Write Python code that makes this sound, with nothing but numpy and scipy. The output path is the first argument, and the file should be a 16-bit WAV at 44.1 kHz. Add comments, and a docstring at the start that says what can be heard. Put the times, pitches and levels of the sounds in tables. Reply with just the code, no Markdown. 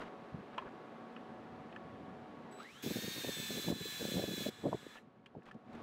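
"""A cordless drill spins up on an aluminium tube lying on a yard's asphalt, bores for under two seconds and brakes.
Gears and motor whine on multiples of the rotor speed, over the rush of fan and gears and the noise-made rasp of the bit.
Puffs of air, short filtered noise bursts, buffet the microphone; the tube knocks on decaying modes and scrapes.
A distant engine hums on steady tones in the yard's wash; both sink back from the drill's start and return just
before the end."""
import sys
import numpy as np
from scipy import signal
from scipy.fft import rfft, irfft, next_fast_len
from scipy.io import wavfile

SR = 44100
rng = np.random.default_rng(int(sys.argv[2]) if len(sys.argv) > 2 else 0)


def pcm_store(signal):
    """Save signal as 16-bit PCM."""
    levels = np.round(np.clip(np.atleast_2d(signal), -1, 1) * 32767)
    wavfile.write(sys.argv[1], SR, levels.astype(np.int16).T)


N = 257003
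TIME = np.arange(N) / SR  # seconds

RASP_FROM_S, RASP_TO_S = 2.822, 4.5  # the bit is under load between these
BRAKE_S = 4.952

# The loud rasp of the bit, before its body, fizz and ring add up. Each row: time in seconds, level in dB.
RASP_LEVEL = [(2.845, -51), (3.485, -50.5), (3.705, -51.5), (3.723, -60), (3.905, -52), (4.127, -51),
              (4.269, -55), (4.433, -50.5), (4.48, -54)]
# Gusts of air on the microphone. Each row: middle in seconds, length in seconds, level in dB, brightness in Hz.
GUSTS = [(2.086, .012, -43.5, 220), (2.845, 0.022, -41, 298), (2.869, 0.019, -33, 364),
         (2.882, 0.014, -39, 310), (2.913, 0.0094, -33.5, 395), (2.92, 0.0079, -38, 330),
         (2.959, 0.0095, -33.5, 384.6), (2.97, 0.0075, -36.5, 386), (2.99, 0.0088, -40, 300),
         (3.039, 0.036, -43.5, 290), (3.083, 0.0083, -37.5, 310), (3.175, 0.026, -40.5, 287),
         (3.248, 0.0084, -36.5, 453), (3.273, 0.0099, -40, 346), (3.3, 0.018, -33, 384),
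         (3.381, 0.022, -44.5, 338), (3.402, 0.0077, -38, 277), (3.51, 0.0069, -36.5, 377),
         (3.534, 0.077, -44.5, 318), (3.575, 0.0095, -41.5, 329), (3.583, 0.0078, -36.5, 380),
         (3.599, 0.012, -42.5, 282), (3.648, 0.0097, -45, 381), (3.68, 0.008, -34.5, 300),
         (3.688, 0.006, -34.5, 480), (3.705, 0.01, -31.5, 350), (3.716, 0.0086, -33.5, 378),
         (3.725, 0.0115, -31.5, 505), (3.76, 0.013, -48, 328), (3.815, .011, -41, 275),
         (3.857, .008, -41.5, 340), (4.0, 0.0089, -46, 320), (4.023, 0.022, -38, 364),
         (4.053, 0.0048, -32.5, 430), (4.089, 0.014, -39, 377), (4.122, 0.0073, -36.5, 347),
         (4.152, 0.029, -35, 364), (4.171, 0.0072, -30.5, 410), (4.182, 0.0073, -32.5, 420),
         (4.2, 0.0095, -33.5, 423), (4.218, 0.025, -37.5, 402), (4.241, 0.0082, -31.5, 396),
         (4.289, 0.0236, -37.5, 350), (4.329, 0.044, -40.5, 308), (4.384, 0.013, -37.5, 347.8),
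         (4.414, 0.023, -39, 330.3), (4.466, 0.012, -32, 406.8), (4.49, 0.015, -34.5, 387),
         (4.595, 0.022, -56, 282), (4.643, 0.013, -37, 485), (4.658, 0.015, -31, 480),
         (4.671, 0.014, -32.5, 467), (4.686, 0.02, -34, 364), (4.697, 0.012, -44, 250),
         (4.731, 0.0055, -30.5, 616), (4.747, 0.0095, -32.5, 453), (4.833, 0.0045, -52, 330),
         (4.868, 0.0072, -44, 326), (5.077, 0.0081, -56, 300), (5.352, 0.0058, -46.5, 556),
         (5.368, 0.014, -43, 345), (5.384, 0.025, -50.5, 274), (5.552, 0.01, -46.5, 330),
         (5.564, 0.0085, -48.5, 215)]


def gain_of(db):
    """Decibels to amplitude."""
    return np.exp(np.asarray(db) * (np.log(10) / 20))


def evened(x):
    """Scales to an rms of 1."""
    return x / np.sqrt(np.mean(abs(x) ** 2) + 1e-20)


def curve(rows):
    """Joins rows of (seconds, value) by straight lines in time."""
    rows = np.asarray(rows, float)
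    return np.interp(TIME, rows[:, 0], rows[:, 1])


def add(mix, s, sound):
    """Mixes a sound in at s seconds."""
    part = mix[max(round(s * SR), 0):][:len(sound)]
    part += sound[:len(part)]


def noise(colour):
    """Noise of rms 1 with the spectrum (Hz, dB per Hz), joined by straight lines over log frequency."""
    hz, db = np.transpose(colour)
    size = next_fast_len(N)
    bins_hz = np.fft.rfftfreq(size, 1 / SR)
    shape = gain_of(np.interp(np.log(bins_hz + 1), np.log(hz + 1), db))
    return evened(irfft(rfft(rng.standard_normal(size)) * shape, size)[:N])


def wander(rate_hz):
    """A smooth random curve of rms 1 that moves at up to rate_hz."""
    count = int(2 * rate_hz * N / SR) + 2
    fine = evened(signal.resample(rng.standard_normal(count), 8 * count))
    return np.interp(TIME, np.linspace(0, TIME[-1], len(fine)), fine)


def band(x, hz, kind, order=2):
    """A causal Butterworth filter."""
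    sections = signal.butter(order, np.clip(hz, 10, SR / 2 - 10), kind, fs=SR, output="sos")
    return signal.sosfilt(sections, x)


def scrapes(grain_db=1.0, crackle_db=1.5):
    """Brief rubs of the tube and the stopping bit: noise with a grainy, crackling level, each under its own top."""
    # Each row: start in seconds, length in seconds, level in dB ahead of the low-pass, top in Hz.
    rubs = [(-.03, 0.075, -47.5, 14000), (0.033, 0.064, -55.5, 12000), (0.528, 0.031, -56.5, 5000),
            (0.593, 0.056, -58, 5000), (0.652, 0.034, -50.5, 2400), (4.95, 0.032, -59, 15000),
            (5.451, 0.057, -56.5, 16000), (5.744, 0.019, -58, 12000)]
    # Spectrum of rubbed metal. Each row: frequency in Hz, level in dB per Hz.
    rub_colour = [(300, 7), (700, 10.5), (1300, 9.5), (2000, 1.5), (3100, -2), (4500, -13.5), (8000, -24.5),
                  (13000, -34), (15000, -32)]
    grain = evened(gain_of(grain_db * wander(150) + crackle_db * wander(340)))
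    rub = grain * noise(rub_colour)
    out = np.zeros(N)
    for s, length, db, top_hz in rubs:
        arc = np.sqrt(np.sin(np.pi * np.clip((TIME - s) / length, 0, 1)) + 1e-12)
        out += gain_of(db) * arc * band(rub, top_hz, "low")
    return out


def yard(waver=0.34, drift=0.61, hum_db=-1, wash_db=-53.5, low_cut_hz=130):
    """Coloured noise for the wash, wavering sines for a distant engine's hum, and the breeze's low rumble."""
    # The wash of the surroundings ahead of the low cut. Each row: frequency in Hz, level in dB per Hz.
    wash_colour = [(15, -72), (25, -42), (42, -4), (69, -16), (227, -3), (457, -5.5), (523, -8),
                   (741, -8.5), (826, -11.5), (1140, -13.5), (1240, -14), (3830, -31.5), (5280, -40),
                   (13900, -58.5), (15500, -67)]
    # Tones of the distant engine. Each row: frequency in Hz, level in dB before hum_db is added.
    hum_tones = [(231.5, -62), (263.8, -67), (403.7, -69.5), (559.9, -68), (651.4, -70.5), (745, -63.5),
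                 (869, -71.5), (952.8, -77.5), (1114, -67), (1696, -77.5)]
    # Gain of wash and hum, sinking as the drill starts and back just before the end.
    # Each row: time in seconds, gain in dB.
    yard_gain = [(0, 1), (2.57, 0), (2.7, -9), (5.0, -11), (5.22, -13.5), (5.42, -10.5), (5.64, -9),
                 (5.76, 2.5)]
    hum = np.zeros(N)
    for hz, db in hum_tones:
        tone = np.sin(2 * np.pi * hz * TIME + drift * wander(4))  # drift is in radians
        hum += gain_of(db + hum_db) * (1 + waver * wander(5)) * tone
    wash = gain_of(wash_db) * band(noise(wash_colour), low_cut_hz, "high")
    rumble = noise([(20, -64), (45, -26), (70, -6.0), (130, -1.5), (220, 0.5), (500, -38.5), (1500, -69)])
    breeze = breeze_level() * gain_of(2.9 * wander(15)) * rumble
    return gain_of(curve(yard_gain)) * (np.sqrt(2) * hum + wash) + breeze


def breeze_level(calm_db=-73, under_gust_db=-25, linger_s=0.036):
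    """The rumble's amplitude: powers add up from calm, a few swells and a weaker swell under every gust."""
    # Swells of the breeze's rumble. Each row: middle in seconds, half length in seconds, level in dB.
    breeze_swells = [(.36, 0.034, -56), (1.36, 0.11, -62), (1.6, 0.19, -59), (2.02, 0.23, -59.5),
                     (2.42, 0.053, -62), (5.76, 0.064, -55.5)]
    under_gusts = [(middle, linger_s, db + under_gust_db) for middle, _, db, _ in GUSTS]
    t = TIME[::64]  # coarse steps suffice for so slow a curve
    power = gain_of(calm_db) ** 2
    for middle, half_s, db in [*breeze_swells, *under_gusts]:
        power = power + gain_of(db) ** 2 * np.exp(-((t - middle) / half_s) ** 2)
    return np.interp(TIME, t, np.sqrt(power))


def thuds(half_s=0.0048):
    """Soft, dull bumps of handling: a cycle or two of low pressure."""
    # Each row: middle in seconds, peak of the envelope in dB, pitch in Hz.
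    bumps = [(0.33, -46, 126), (0.3475, -35.5, 151), (0.39, -44, 180), (0.411, -51, 130)]
    out, t = np.zeros(N), np.arange(-.03, .03, 1 / SR)
    for s, db, hz in bumps:
        bump = np.exp(-(t / half_s) ** 2) * np.cos(2 * np.pi * (hz * t + rng.random()))
        add(out, s + t[0], gain_of(db) * bump)
    return out


def knocks(crack=1.12, crack_s=0.004, focus_db=17, rise_s=0.00026):
    """A blow rings the tube, damped by the hand; modes far from its centre, in octaves, speak less."""
    # Knocks of tube and drill. Each row: start in seconds, peak in dB, frequency the contact excites most in Hz.
    blows = [(0.579, -31, 930), (0.582, -34, 3060), (.589, -34.5, 940), (.598, -47, 1820),
             (0.623, -40, 1000), (1.1635, -44.5, 2430), (1.1645, -43, 1250), (1.726, -49.5, 2200),
             (1.7613, -37, 1840), (2.463, -46.5, 950), (5.2605, -48, 2950), (5.2633, -51.5, 1960),
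             (5.421, -56.5, 1900), (5.512, -45, 1800)]
    # Modes of the tube. Each row: frequency in Hz, relative level in dB, time to fall by 60 dB in seconds.
    tube_modes = [(671, 1.5, 0.079), (950, 4, 0.054), (1056, 4, 0.048), (1310, 8, 0.023), (1743, 5, 0.041),
                  (1886, -4, 0.037), (2300, -32, 0.019), (2530, 0.5, 0.033), (2950, -5, 0.0089),
                  (2770, -1.5, 0.04), (3020, 5, 0.02), (3280, -9, 0.071), (4130, -13, 0.045),
                  (6600, -24, .025)]
    out, t = np.zeros(N), np.arange(SR // 6) / SR
    for s, peak_db, centre_hz in [*blows, *brake_rattle()]:
        ring = np.zeros(len(t))
        for hz, level_db, t60 in tube_modes:
            mode_db = level_db - focus_db * abs(np.log2(hz / centre_hz)) - 60 * t / t60
            ring += gain_of(mode_db) * np.sin(2 * np.pi * (hz * t + rng.random()))
        grit = rng.standard_normal(len(t))
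        grit = evened(band(grit, [centre_hz * 0.79, centre_hz * 0.81], "band", order=1))
        grit = band(grit, 6200, "low")  # the contact is too soft to excite the top treble
        blow = (ring + crack * np.exp(-t / crack_s) * grit) * (1 - np.exp(-t / rise_s))
        add(out, s, gain_of(peak_db) * blow / abs(blow).max())
    return out


def eddy(length, db, hz, width=0.29, skirt_s=0.012, skirt=0.14, low_cut_hz=165, top=1.603):
    """A brief burst of pressure in a longer swirl; the microphone's low cut makes its bass lag."""
    t = np.arange(-.05, .05, 1 / SR)
    core = np.exp(-(t / (width * length)) ** 2 / 2)  # width is a share of the eddy's length
    swirl = core + skirt * np.exp(-(t / skirt_s) ** 2 / 2)
    burst = band(swirl * rng.standard_normal(len(t)), top * hz, "low", order=5)
    burst = band(burst, hz * 0.54, "low", order=1)
    burst = band(burst, low_cut_hz, "high", order=3)
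    window = np.hanning(300)  # the level is that of the strongest 7 ms or so
    strongest = signal.fftconvolve(burst ** 2, window / window.sum()).max()
    return gain_of(db) * burst / np.sqrt(strongest)


def puffs(edge_db=-4, gap_s=0.0121, spread_db=0.5, scatter=0.148, stray_scatter=0.388):
    """A short gust is one eddy, a long one a loose train, strongest in its middle; weak strays come while boring."""
    stray_gap_s, stray_db, stray_spread_db, stray_hz = 0.025, -52.5, 1.5, 281
    eddies = []
    for middle, length, db, hz in GUSTS:
        count = max(round(length / gap_s), 1)
        for k, (late, size) in enumerate(rng.standard_normal((count, 2))):
            place = (k + .5 + scatter * late) / count - .5  # about -0.5 to 0.5 through the gust
            eddy_db = db + edge_db * (2 * place) ** 2 + spread_db * size
            eddies.append((middle + place * length, length / count, eddy_db, hz))
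    for s in np.arange(RASP_FROM_S + stray_gap_s, RASP_TO_S - stray_gap_s, stray_gap_s):
        late, size = rng.standard_normal(2)
        eddies.append((s + stray_scatter * stray_gap_s * late, gap_s, stray_db + stray_spread_db * size, stray_hz))
    out = np.zeros(N)
    for s, length, db, hz in eddies:
        burst = eddy(length, db, hz)
        centre = np.average(np.arange(len(burst)), weights=burst ** 2) / SR  # where its energy balances
        add(out, s - centre, burst)
    return out


def rotor_speed(start_s=2.495, spin_up_per_s2=850, knee=16, brake_length_s=0.068, jitter=0.00061):
    """Turns per second: a steady climb that levels off, a slight tremble, and a quick brake."""
    # Speed once under way, sagging as the bit bites. Each row: time in seconds, speed in turns per second.
    running = [(2.86, 253.7), (2.9, 260.7), (3, 269.5), (3.08, 272.4), (3.18, 272.3), (3.27, 265.9),
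               (3.38, 260.3), (3.5, 257.3), (3.55, 254.8), (3.72, 255.5), (3.83, 253.7), (3.93, 254.4),
               (4, 252.6), (4.08, 255.7), (4.15, 253.9), (4.22, 254.7), (4.28, 252.3), (4.34, 253.4),
               (4.39, 251.6), (4.46, 253.6), (4.51, 251.3), (4.58, 253.3), (4.66, 251.2), (4.73, 253.3),
               (4.82, 250), (4.89, 253.8)]
    climb = spin_up_per_s2 * np.maximum(TIME - start_s, 0)
    speed = climb / (1 + (climb / curve(running)) ** knee) ** (1 / knee)
    brake = np.exp(-(np.maximum(TIME - BRAKE_S, 0) / brake_length_s) ** 2)
    return speed * brake * (1 + jitter * wander(16))


def rush(speed, full_db=-60, speed_power=1):
    """Coloured noise of the cooling fan and gears, growing with speed."""
    # Each row: frequency in Hz, level in dB per Hz.
    rush_colour = [(530, -47), (900, -6.5), (1230, -1), (1520, -7.5), (1650, 1.5), (2000, -5.5),
                   (2120, -4.5), (3030, -9), (3380, -6.5), (4080, -5.5), (4390, -19), (5700, -14),
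                   (7680, -17), (10600, -25.5), (11600, -22.5), (12200, -25), (12650, -26), (13800, -33),
                   (15500, -28)]
    return gain_of(full_db) * (speed / speed.max()) ** speed_power * noise(rush_colour)


def loaded(edge_s=0.0077):
    """1 while the bit rasps, else 0, with short ramps between."""
    return np.clip(np.minimum(TIME - RASP_FROM_S, RASP_TO_S - TIME) / edge_s, 0, 1)


def trigger(on_s=2.51, off_s=2.654, fade_s=0.054, widen_s=0.085, chopper_hz=3941):
    """The speed control chops the current: the windings sing at its rate and two overtones, then under the whine."""
    # levels in dB of the switching rate, its double and its triple
    start_db, free_db, loaded_db = (-70, -68, -86), (-79, -80, -99), (-65, -75, -95)
    gate = np.clip((TIME - on_s) / .004, 0, 1) * np.clip((off_s - TIME) / fade_s, 0, 1)
    # as the pulses widen, the lowest tone takes over
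    wide = np.exp(-((TIME - off_s + widen_s / 2) / widen_s) ** 2) * (TIME > on_s)
    free = (TIME > RASP_TO_S) * np.clip((BRAKE_S - TIME) / fade_s, 0, 1)
    out = np.zeros(N)
    for k, start in enumerate((wide, gate, gate)):
        level = start * gain_of(start_db[k]) + free * gain_of(free_db[k]) + loaded() * gain_of(loaded_db[k])
        out += level * np.sin(2 * np.pi * (k + 1) * chopper_hz * TIME)
    return np.sqrt(2) * out


def ticks(rise_s=0.0012, decay_s=0.0059):
    """Dry, bright clicks of the drill's trigger, chuck and casing: quickly decaying noise."""
    # Each row: start in seconds, level in dB before rise and decay.
    clicks = [(2.524, -60), (2.542, -66), (5.2595, -63.5), (5.43, -71), (5.455, -67), (5.5125, -64.5),
              (5.542, -70), (5.73, -63), (5.75, -62)]
    # Each row: frequency in Hz, level in dB per Hz.
    click_colour = [(600, -14), (1800, 2), (3200, 5), (4500, 0.5), (6500, -4), (9500, -12), (13000, -21),
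                    (15500, -20)]
    envelope, t = np.zeros(N), np.arange(SR // 20) / SR
    for s, db in clicks:
        add(envelope, s, gain_of(db) * (1 - np.exp(-t / rise_s)) * np.exp(-t / decay_s))
    return envelope * noise(click_colour)


def sparks(turns, middle_s=2.62, half_s=0.037, level_db=-57.5, segments=5, grain_db=3):
    """The brushes sputter under the starting current, one spit for each commutator segment that passes."""
    # Each row: frequency in Hz, level in dB per Hz.
    spark_colour = [(900, -18), (1800, -2), (3300, 6), (4400, 2), (6000, -7), (8000, -22), (15000, -31)]
    spits = evened(np.exp(-3 * (segments * turns % 1)) * gain_of(grain_db * wander(120)))
    swell = np.exp(-((TIME - middle_s) / half_s) ** 2)
    return gain_of(level_db) * swell * spits * noise(spark_colour)


def whine_level(speed, silent_hz=55, audible_hz=90):
    """The gears sing once they turn fast enough, far louder under load, and ease off afterwards."""
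    base_free_db, base_loaded_db, follows = -65, -51, 0.59  # follows: the share taken of the rasp's swings
    bite_db, bite_s = -7.5, 0.094  # the whine starts this much lower and swells as the bit takes hold
    ease_db_per_s, release_s, release_db_per_s = 7, 4.92, 90
    swing_db = curve(RASP_LEVEL) - np.median(np.array(RASP_LEVEL)[:, 1])
    bite = np.exp(-np.maximum(TIME - RASP_FROM_S, 0) / bite_s)
    loaded_db = base_loaded_db + follows * swing_db + bite_db * bite
    free_db = base_free_db - ease_db_per_s * np.maximum(TIME - RASP_TO_S, 0)
    # the whine sinks as the finger leaves the trigger
    free_db = free_db - release_db_per_s * np.maximum(TIME - release_s, 0)
    level_db = free_db + loaded() * (loaded_db - free_db)
    return gain_of(level_db) * np.interp(speed, [silent_hz, audible_hz], [0, 1])


def whine(speed, turns, flutter=0.15, rough=0.3, swell_db=0.77, full_speed_hz=252):
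    """Tones locked to the rotor; uneven teeth make each flutter, load shifts their balance, the housing lifts some."""
    # Tones of motor and gearbox, as multiples of the rotor speed: the gear mesh, its half, overtones
    # and sidebands, a close pair that beats, the motor's slots.
    orders = [5.8, 6.8, 10, 11.65, 12.65, 13.6, 14.6, 15.6, 16.495, 16.552, 18.75, 20.4, 22.3, 26, 27.2, 30,
              31, 32.16, 34, 40.8, 46, 50]
    # Their relative levels in dB while gathering speed, under load, and running free afterwards.
    starting_levels = [-13.5, -20, -24, -22, -15.5, -1.5, -12.5, -17, -20, -23, -20, -24, -21, -18, -15.5,
                       -22, -27, -25, -22, -25, -30, -28]
    loaded_levels = [-26.5, -10, -17, -20, -16.5, -1, -19, -8.5, -10.5, -13.5, -19, -18.5, -18, -20, -22,
                     -16, -27, -19.5, -27, -30, -25, -28]
    free_levels = [-12.5, -6.5, -26, -17, -18, -1.5, -12, -14, -13, -10.5, -15, -17.5, -26, -19, -21, -18,
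                   -22, -28, -33, -32, -22, -23]
    # Slot tones under load, rising over the first half second, weaker again late.
    # Each row: time in seconds, gain in dB.
    slot_gain = [(2.85, -6), (3.2, 0), (3.36, 1), (3.55, 0.5), (3.85, 0), (4.12, 0), (4.28, -3), (4.45, -1)]
    # Resonances of the housing. Each row: frequency in Hz, width in Hz, lift in dB.
    housing = [(1325, 220, 12.5), (1900, 48, 8.5), (2100, 180, 10.5), (2500, 140, 1), (3080, 260, 3.5),
               (3960, 88, 8.5), (4500, 140, 1.5), (5080, 90, 1), (5800, 320, 1.5), (7760, 400, 9.5)]
    slots_from_order, gear_mesh = 30, 13.6  # gear_mesh: tooth contacts per rotor turn
    # slow gears run less evenly, in phase (radians of the mesh tone) and in strength
    backlash_rad, stutter_db = 0.8, 4.5
    strain_db = 3.5  # the starting torque makes them louder while they are slow

    on = speed > 1  # only while the rotor turns
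    speed, turns, load = speed[on], turns[on], loaded()[on]
    starting = TIME[on] < RASP_TO_S - .5
    slowness = np.clip(1 - speed / full_speed_hz, 0, 1) ** .5
    uneven = np.maximum(slowness, .5 * starting * (1 - load))
    backlash = backlash_rad * uneven * wander(110)[on]
    slots_db = curve(slot_gain)[on]
    out = np.zeros(N)
    for order, starting_db, loaded_db, free_db in zip(orders, starting_levels, loaded_levels, free_levels):
        unloaded_db = np.where(starting, starting_db + strain_db * slowness, free_db)
        pressed_db = loaded_db + slots_db * (order >= slots_from_order)
        db = (1 - load) * unloaded_db + load * pressed_db
        db = db + stutter_db * uneven * wander(55)[on] + swell_db * wander(5)[on]
        for centre, width, lift in housing:
            db = db + lift / (1 + (2 * (order * speed - centre) / width) ** 2)
        phase = 2 * np.pi * order * turns + rough * wander(60)[on] + backlash * order / gear_mesh
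        out[on] += gain_of(db) * (1 + flutter * wander(30)[on]) * np.sin(phase)
    return np.sqrt(2) * out


def gear_buzz(turns, level_db=-9, centre_order=16, octaves=1.46, uneven_db=4, carrier_turns=5):
    """Flaws of the teeth repeat with each turn of the planet carrier: a dense comb of faint tones."""
    order = np.arange(1, 2050) / carrier_turns  # carrier_turns: rotor turns per turn of the carrier
    hump = np.exp(-(np.log2(order / centre_order) / octaves) ** 2 / 2)
    size = hump * gain_of(uneven_db * rng.standard_normal(len(order)))
    cycle = evened(irfft(size * np.exp(2j * np.pi * rng.random(len(order)))))
    place = turns / carrier_turns % 1 * len(cycle)
    return gain_of(level_db) * np.interp(place, np.arange(len(cycle)), cycle)


def rasp(turns, throb=0.035, grain_db=0.34):
    """Broad friction noise and restless metal resonances, throbbing with each rotor turn, the fizz slightly wide."""
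    # Spectra of the body and of the treble fizz. Each row: frequency in Hz, level in dB per Hz.
    body_colour = [(200, -23), (700, -6.5), (1300, -5.5), (1700, 1.5), (1950, -3.5), (2150, 1.5),
                   (3000, -1), (3750, 2), (4300, -3.5), (4700, -2.5), (7000, -15.5)]
    fizz_colour = [(3500, -50), (4600, -41), (5100, -13), (5650, 1), (6000, 1.5), (6550, 4.5), (7000, -1),
                   (7800, 1), (8500, -5), (10300, -5.5), (12000, 3), (13500, -4), (15500, 1.5)]
    gate = loaded() * (1 + throb * np.sin(2 * np.pi * turns)) * gain_of(grain_db * wander(200))
    body = noise(body_colour)
    fizz = noise(fizz_colour) + .1 * np.outer([1, -1], noise(fizz_colour))  # opposite left and right
    return gate * gain_of(curve(RASP_LEVEL)) * (body + fizz + cutting_ring())


def cutting_ring(swell_db=2.5, drift_hz=22):
    """Narrow metallic bands that the cutting edges excite come and go, drifting as the bit's grip changes."""
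    # Resonances of bit and tube. Each row: frequency in Hz, width in Hz, level in dB relative to the rasp's level.
    cutting_modes = [(1610, 100, -17), (2273, 170, -17.5), (2550, 120, -14), (3206, 160, -14.5),
                     (5060, 100, -24), (5500, 120, -16.5), (6360, 130, -16), (6510, 110, -15)]
    out = np.zeros(N)
    for hz, width, db in cutting_modes:
        phase = 2 * np.pi * np.cumsum(hz + drift_hz * wander(6)) / SR
        ring = gain_of(swell_db * wander(11)) * wander(width / 2) * np.sin(phase)
        out += gain_of(db) * evened(ring)
    return out


def drill(coast_fade_s=0.071):
    """One rotor speed drives whine, buzz, rush, sparks and the rasp's throb."""
    speed = rotor_speed()
    turns = np.cumsum(speed) / SR
    gears = whine_level(speed) * (whine(speed, turns) + gear_buzz(turns))
    motor = rush(speed) + trigger() + sparks(turns)
    # once the current is cut, the noise dies away
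    coasting = np.exp(-np.maximum(TIME - BRAKE_S, 0) / coast_fade_s)
    return coasting * (gears + motor) + rasp(turns)


def brake_rattle(count=7, gap_s=0.0052, peak_db=-48.5, first_hz=2580, octaves=1.7, fall_octaves=0.147):
    """The gears clack in a quick run as they brake, tending lower; rows like those of the knocks."""
    rows = []
    for k, (late, tone) in enumerate(rng.uniform(-0.507, 0.46, (count, 2))):
        hz = first_hz * 2 ** (octaves * tone - fall_octaves * k)
        rows.append((BRAKE_S + (k + late) * gap_s, peak_db, hz))
    return rows


def scene():
    """Everything sits near the middle between left and right."""
    return scrapes() + yard() + thuds() + knocks() + puffs() + drill() + ticks()


def record(dry, edge_hz=15720):
    """The recorder's band limit."""
    low_pass = signal.firwin(511, edge_hz, window=("kaiser", 9), fs=SR)
    return signal.oaconvolve(dry, low_pass[None], "same", axes=1)


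dry = scene()
out = record(dry)
pcm_store(out)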